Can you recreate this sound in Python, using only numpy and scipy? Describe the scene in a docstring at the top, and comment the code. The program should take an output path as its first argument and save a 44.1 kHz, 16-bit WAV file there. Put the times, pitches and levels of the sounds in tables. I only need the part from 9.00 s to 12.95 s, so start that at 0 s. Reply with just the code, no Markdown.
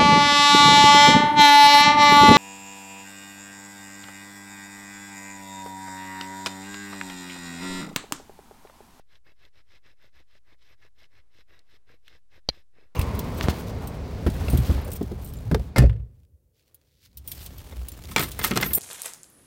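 """A knife shaves a wooden stick outdoors, about six strokes a second, close to the microphone.
Each stroke tears fibres: dense random clicks, coloured by filters, ring the wood and the blade, and flick off shavings.
Catches knock on the stick's damped modes, fibre bundles rip as short rasps, and the stick rocks on its stone.
Grip rustles, splinter snaps and faint air are shaped noise.
Near the end the blade knocks once, hard, and chatters: a noise crack, short modes and a low thump."""
import sys
import numpy as np
from scipy import signal
from scipy.fft import rfft, irfft
from scipy.io import wavfile
from scipy.ndimage import uniform_filter1d

SR = 44100
rng = np.random.default_rng(int(sys.argv[2]) if len(sys.argv) > 2 else 0)


def dump(signal):
    """Clip the signal to [-1, 1] and save it as 16-bit WAV at the path in sys.argv[1]."""
    limited = np.clip(np.atleast_2d(signal).T, -1, 1)
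    pcm = np.round(limited * 32767).astype(np.int16)
    wavfile.write(sys.argv[1], SR, pcm)


N = 174195

# knife strokes: touch_s, hardest_s, lift_s, level_db, then treble_db and stick_body_db relative to that level
STROKES = [(-.06, 0.0, 0.031, -6, 1.5, 5), (0.07, 0.156, 0.19, 0.5, -0.5, 5),
           (0.241, 0.279, 0.34, 3, -5, 6.5), (0.358, 0.447, 0.5, 0.5, -0.5, 6.5),
           (0.523, 0.581, 0.63, 0.5, -0.5, 5), (0.654, 0.749, 0.8, 1, 0.5, 5),
           (0.82, 0.879, 0.95, 1, -2.5, 7.5), (0.963, 1.046, 1.109, -0.5, -0.5, 6.5),
           (1.123, 1.174, 1.239, 1.5, -1.5, 7.5), (1.26, 1.376, 1.394, -2, 1, 4.5),
           (1.444, 1.522, 1.56, 2, -5.5, 5.5), (1.577, 1.645, 1.71, -4.5, 3, 4.5),
           (1.66, 1.726, 1.758, 1, -2, 3), (1.774, 1.848, 1.894, 2.5, -3, 5.5),
           (1.953, 2.021, 2.077, 2, 1.5, 5.5), (2.092, 2.179, 2.227, 0, -4.5, 6.5),
           (2.297, 2.389, 2.437, 0, 1.5, 3), (2.469, 2.526, 2.63, 2, -5, 8),
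           (2.651, 2.766, 2.78, 0.5, 1.5, 5.5), (2.86, 2.901, 2.98, 2, -3, 8),
           (3.026, 3.132, 3.198, 1.5, -0.5, 7), (3.293, 3.355, 3.406, 3, -3, 8),
           (3.457, 3.557, 3.635, 1, 2, 8), (3.725, 3.78, 3.897, -1.5, -7.5, 12.5)]
BODY_TOP_HZ = 1500  # modes below this belong to the low body
TOP_HZ = 15500  # top of the recorded band


def undb(db):
    """Turn decibels into an amplitude factor."""
    return 10 ** (np.asarray(db) / 20)


def unit(x):
    """Scale to an RMS of 1."""
    return x / np.sqrt(np.mean(x ** 2))


def colour(x, points):
    """Causal minimum-phase filter that follows the shape of (Hz, dB) points, with unit power gain."""
    size = 4096
    hz, db = np.array(points, float).T
    bins_hz = np.fft.rfftfreq(size, 1 / SR) + 1
    log_gain = np.log(undb(np.interp(np.log(bins_hz), np.log(hz), db)))
    # folding the cepstrum forward in time makes the filter causal
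    cepstrum = irfft(log_gain)
    cepstrum[1:size // 2] *= 2
    cepstrum[size // 2 + 1:] = 0
    response = irfft(np.exp(rfft(cepstrum)))
    return signal.oaconvolve(x, response / np.linalg.norm(response))[:N]


def walk(rate):
    """Smooth random wander, rate new values a second, with an RMS of 1."""
    hold = max(int(SR / rate), 1)
    steps = np.repeat(rng.standard_normal(N // hold + 1), hold)
    return unit(uniform_filter1d(steps, hold)[:N])


def fade(start, t60):
    """Sudden start and exponential decay, 60 dB down after t60 seconds."""
    out, first = np.zeros(N), int(start * SR)
    age = np.arange(min(int(2 * t60 * SR), N - first))
    out[first + age] = np.exp(-np.log(1000) * age / SR / t60)
    return out


def ring(x, modes):
    """Damped two-pole modes (Hz, dB, t60 s) driven by x."""
    out = 0
    for hz, db, t60 in modes:
        radius = np.exp(-np.log(1000) / (t60 * SR))
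        angle = 2 * np.pi * hz / SR
        feed = [0, undb(db) * radius * np.sin(angle)]
        feedback = [1, -2 * radius * np.cos(angle), radius * radius]
        out = out + signal.lfilter(feed, feedback, x + 1e-18)  # tiny offset avoids slow denormals
    return out


def blows(rows):
    """One impulse per (s, dB) row."""
    out = np.zeros(N)
    for s, db in rows:
        out[int(s * SR)] += undb(db)
    return out


def swell(touch, hardest, lift):
    """Pressure builds to its hardest point, falls, and lets go just before the lift."""
    edge_db = -22  # curve level at touch and lift, before the release
    rise_power, fall_power = 2.36, 3  # how round the swell is
    let_go_s, let_go_lead_s = 0.0063, 0.0032  # how fast the edge leaves, how long before the lift
    out = np.zeros(N)
    first = max(int((2 * touch - hardest) * SR), 0)
    last = min(int((2 * lift - hardest) * SR), N)
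    span = np.arange(first, last)
    rise = np.maximum((hardest - span / SR) / max(hardest - touch, .01), 0)
    fall = np.maximum((span / SR - hardest) / max(lift - hardest, .01), 0)
    release = .5 + .5 * np.tanh((lift - let_go_lead_s - span / SR) / let_go_s)
    out[span] = release * undb(edge_db * (rise ** rise_power + fall ** fall_power))
    return out


def fibres():
    """Tearing fibres: dense clicks of random sign and uneven size, with an RMS of 1."""
    fibres_per_s, spread_db = 3700, 3.5
    chance, size = rng.random(N), rng.standard_normal(N)
    breaks = np.flatnonzero(np.abs(chance - .5) < .5 * fibres_per_s / SR)
    out = np.zeros(N)
    out[breaks] = np.sign(chance[breaks] - .5) * undb(spread_db * size[breaks])
    return unit(out)


def scraping():
    """Tearing fibres drive the wood, the stick's body and a thin blade ring; each push rocks the stick."""
    # colours of the scrape, its treble, the stick's body and its rocking: pitch_hz, level_db
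    scrape_colour = [(400, -30), (800, -9.5), (1000, -3.5), (1420, -3.5), (1700, 1.5), (2150, 1),
                     (2400, -6.5), (2650, -0.5), (3000, -14.5), (6000, -39.5)]
    treble_colour = [(1800, -28), (3000, 0), (4100, 1.5), (4450, -7), (5100, -0.5), (6100, -10),
                     (7000, -16), (9000, -18.5), (12500, -31), (13300, -42.5)]
    body_colour = [(120, 3), (230, -6.5), (340, 1.5), (420, 0.5), (520, 0), (650, -2.5), (850, -8.5),
                   (1600, -43.5)]
    rock_colour = [(30, -6), (60, 9), (110, 0.5), (160, -10.5), (600, -54.5)]
    scrape_db, treble_level_db, body_level_db, rock_db = -67, -68, -76.5, -66.5
    wood_db, blade_db = -75.5, -83.5
    blade_hz, blade_t60_s = 12300, 0.071
    judder_per_s, judder_db = 55, 1  # the edge drags and slips
    grain_db, body_grain_db = 1.2, 2.5  # unevenness of the tearing

    force, treble, body = np.zeros((3, N))
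    for touch, hardest, lift, db, treble_db, body_db in STROKES:
        push = swell(touch, hardest, lift)
        force += push * undb(db)
        treble += push * undb(db + treble_db)
        body += push * undb(db + body_db)

    judder = judder_db * walk(judder_per_s)
    grain, fine_grain = (undb(grain_db * walk(220) + judder) for _ in range(2))
    body_grain = undb(body_grain_db * walk(120))
    scrape = undb(scrape_db) * colour(fibres() * force * grain, scrape_colour)
    wood = undb(wood_db + judder) * force * wood_ring()
    hiss = undb(treble_level_db) * colour(fibres() * treble * fine_grain, treble_colour)
    stick = undb(body_level_db) * colour(fibres() * body * body_grain, body_colour)
    rocking = undb(rock_db) * colour(rng.standard_normal(N) * force, rock_colour)
    blade_ring = unit(ring(fibres(), [(blade_hz, 0, blade_t60_s)]))
    blade = undb(blade_db) * blade_ring * treble ** .7
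    return scrape + wood + hiss + stick + rocking + blade + shavings(force)


def wood_ring():
    """Each stroke meets the stick at another place, so its resonances shift in pitch and strength."""
    # resonances of the wood under the edge: pitch_hz, level_db, t60_s
    wood_modes = [(1716, -5, .03), (2012, -5, 0.044), (2170, -1.5, 0.031), (2595, -4.5, 0.088),
                  (3445, -10, 0.065), (4080, -7, 0.059), (5053, -9, 0.027)]
    level_shift_db, pitch_shift_share = 2.5, .03  # largest level shift, spread of the pitch shift
    out, drive = np.zeros(N), fibres()
    for touch, _, lift, *_ in STROKES:
        span = slice(max(int(touch * SR), 0), int(lift * SR))
        shifts = rng.standard_normal((len(wood_modes), 2))
        for (hz, db, t60), (level_shift, pitch_shift) in zip(wood_modes, shifts):
            shifted_hz = hz * (1 + pitch_shift_share * pitch_shift)
            level = undb(db + level_shift_db * np.tanh(level_shift))
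            out[span] += level * unit(ring(drive[span], [(shifted_hz, 0, t60)]))
    return out


def shavings(force):
    """Single shavings flick off the edge as decaying sines, each with its own pitch, louder under force."""
    flicks_per_s, flick_db, spread_db, t60_s = 170, -66, 3.5, 0.01
    low_hz, high_hz = 1440, 4234
    out, age = np.zeros(N + SR), np.arange(int(t60_s * SR)) / SR
    decay = np.exp(-np.log(1000) * age / t60_s)
    for when, pitch, size in rng.random((int(flicks_per_s * N / SR), 3)):
        first = int(when * N)
        hz = low_hz * (high_hz / low_hz) ** pitch
        excess = min(-np.log(1 - size), 3) - 1  # many small flicks, few large ones
        strength = force[first] * undb(flick_db + spread_db * excess)
        out[first:first + len(age)] += strength * np.sin(2 * np.pi * hz * age) * decay
    return out[:N]


def air():
    """Faint outdoor rumble and hiss: steady coloured noise."""
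    # colour of the air: pitch_hz, level_db
    air_colour = [(20, 3), (55, 3.5), (100, -8.5), (200, -18.5), (500, -24.5), (1500, -30.5), (8000, -32.5),
                  (12400, -35), (13000, -45.5), (16000, -51)]
    return undb(-71.5) * colour(rng.standard_normal(N), air_colour)


def rips():
    """Bundles of fibres rip with brief bright rasps: decaying clicks, each centred on its own pitch."""
    # rips: start_s, level_db, brightness_hz
    rip_rows = [(.154, -57.5, 3860), (0.266, -56.5, 1900), (0.319, -60, 3250), (0.451, -53.5, 3800),
                (0.589, -55.5, 2180), (0.758, -56, 2300), (0.905, -65, 2400), (1.19, -61, 2200),
                (1.828, -54.5, 1990), (2.039, -53.5, 2920), (2.408, -58.5, 2200), (2.893, -56.5, 1750),
                (3.07, -59, 3100)]
    t60_s = 0.029
    grain = fibres()
    out = np.zeros(N)
    for s, db, hz in rip_rows:
        rasp_colour = [(hz / 2, -15), (hz, 0), (hz * 1.13, -9), (hz * 4, -40)]
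        out += undb(db) * colour(grain * fade(s, t60_s), rasp_colour)
    return out


def catches():
    """The edge catches and knocks the stick; its low modes shift with the place of the edge."""
    # catches: start_s, level_db, body_pitch_ratio
    catch_rows = [(.319, -54, 1.2), (.447, -51.5, 1), (0.736, -50.5, 1.03), (.861, -52.5, .7),
                  (1.043, -49, 1.1), (1.353, -49.5, 1.13), (1.524, -50.5, 0.9), (1.709, -50.5, 1),
                  (2.022, -51, 1.2), (2.388, -47, 0.92), (2.741, -52, 0.79), (2.901, -46.5, 0.89),
                  (2.942, -45, 0.93), (3.15, -51, 0.93), (3.379, -46, 1.03), (3.574, -47.5, 1.06),
                  (3.785, -43.5, 0.87)]
    # modes of the stick: pitch_hz, level_db, t60_s
    stick_modes = [(215, -21, 0.031), (355, -12.5, 0.036), (516, -7.5, 0.034), (2250, -14, 0.01),
                   (3900, -22, 0.0054)]
    out = np.zeros(N)
    for s, db, pitch in catch_rows:
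        modes = [(hz * pitch if hz < BODY_TOP_HZ else hz, gain_db, t60)
                 for hz, gain_db, t60 in stick_modes]
        out += ring(blows([(s, db)]), modes)
    return out


def handling():
    """The hand shifts its grip: soft rustles of swelling noise."""
    # rustles: start_s, strongest_s, end_s, level_db
    rustle_rows = [(2.177, 2.243, 2.4, -79.5), (2.55, 2.638, 3.07, -80), (3.837, 3.943, 4, -76.5)]
    # colour of the rustles: pitch_hz, level_db
    rustle_colour = [(100, -1.5), (400, 0), (1000, -3), (2000, -9), (5000, -17), (12000, -42)]
    strength = sum(undb(db) * swell(start, strongest, end) for start, strongest, end, db in rustle_rows)
    return colour(rng.standard_normal(N) * strength, rustle_colour)


def splinters():
    """Splinters snap as short dry noise bursts, the loudest led in by a dragging splinter."""
    # snaps: start_s, level_db, brightness_hz
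    snap_rows = [(2.5917, -51, 4600), (3.0804, -40.5, 2960)]
    # colour of the drag: pitch_hz, level_db
    snag_colour = [(1500, -26), (2500, 3), (3400, 5), (5000, -7), (14000, -34)]
    snap_t60_s = 0.014
    snag_s, snag_db = (3.04, 3.078, 3.09), -64.5  # start, strongest, end
    snaps = np.zeros(N)
    for s, db, hz in snap_rows:
        snap_colour = [(hz / 3, -18), (hz * 0.95, 0), (hz * 1.04, -1), (hz * 2, -14), (hz * 4, -26)]
        snaps += undb(db) * colour(rng.standard_normal(N) * fade(s, snap_t60_s), snap_colour)
    return snaps + undb(snag_db) * colour(fibres() * swell(*snag_s), snag_colour)


def soften(x, hz):
    """A soft contact excites little above hz: a steep low-pass."""
    return signal.sosfilt(signal.butter(4, hz, fs=SR, output="sos"), x + 1e-18)


def knock():
    """The blade hits and chatters, the last bounces duller: a crack, short modes and a low stick thump."""
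    # the hard knock, then its softer chatter: start_s, level_db, low_body_db, contact_top_hz
    knock_rows = [(3.4888, 4.5, 0, 15040), (3.4908, -14, -12, 14980), (3.4946, -13, -11.5, 4750),
                  (3.496, -15.5, -14.5, 3200), (3.4982, -14.5, -14.5, 4770)]
    # modes of blade and stick pressed together: pitch_hz, level_db, t60_s
    knock_modes = [(166.2, -29, 0.03), (280, -29, 0.028), (523, -15, 0.0088), (717, -24.5, .009),
                   (2080, -39.5, 0.0062), (2310, -31.5, 0.025), (3182, -21.5, 0.014), (4016, -32, 0.016),
                   (4130, -17.5, 0.021), (4640, -24.5, 0.022), (4580, -13, 0.01), (5670, -20, 0.0085),
                   (9400, -34, 0.0039)]
    # colour of the crack: pitch_hz, level_db
    crack_colour = [(300, -8.5), (1600, -13.5), (2500, -3.5), (6000, -3), (7400, -10), (8900, -12.5),
                    (9300, -5), (11000, -11), (15000, -12)]
    contact_s = 0.00077  # rise time of the first contact
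    crack_db, crack_t60_s = -33.5, 0.0077
    tail_db, tail_t60_s = -51.5, 0.056
    thump_hz, thump_db, thump_t60_s, thump_lag_s = 53.5, -26, 0.07, 0.0045

    first = knock_rows[0][0]
    noise = rng.standard_normal(N)
    crack, low_blows, high_blows = np.zeros((3, N))
    for s, db, body_db, hz in knock_rows:
        crack += soften(undb(crack_db + db) * fade(s, crack_t60_s) * noise, hz)
        low_blows += soften(blows([(s, db + body_db)]), hz)
        high_blows += soften(blows([(s, db)]), hz)
    crack += undb(tail_db) * fade(first, tail_t60_s) * noise
    low = ring(low_blows, [mode for mode in knock_modes if mode[0] < BODY_TOP_HZ])
    high = ring(high_blows, [mode for mode in knock_modes if mode[0] >= BODY_TOP_HZ])
    contact = np.clip((np.arange(N) / SR - first) / contact_s, 0, 1)
    thump = ring(blows([(first + thump_lag_s, 0)]), [(thump_hz, thump_db, thump_t60_s)])
    return contact * (low + high + colour(crack, crack_colour)) - thump


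def scene():
    """Sum all sources into one channel."""
    knife = scraping() + rips() + catches() + splinters() + knock()
    return (knife + handling() + air())[None]


def record(dry):
    """The recorder cuts the top and sits slightly off zero."""
    dc_offset = -.0041  # of full scale
    top_cut = signal.ellip(8, .2, 70, TOP_HZ, fs=SR, output="sos")
    return signal.sosfilt(top_cut, dry) + dc_offset


dry = scene()
out = record(dry)
dump(out)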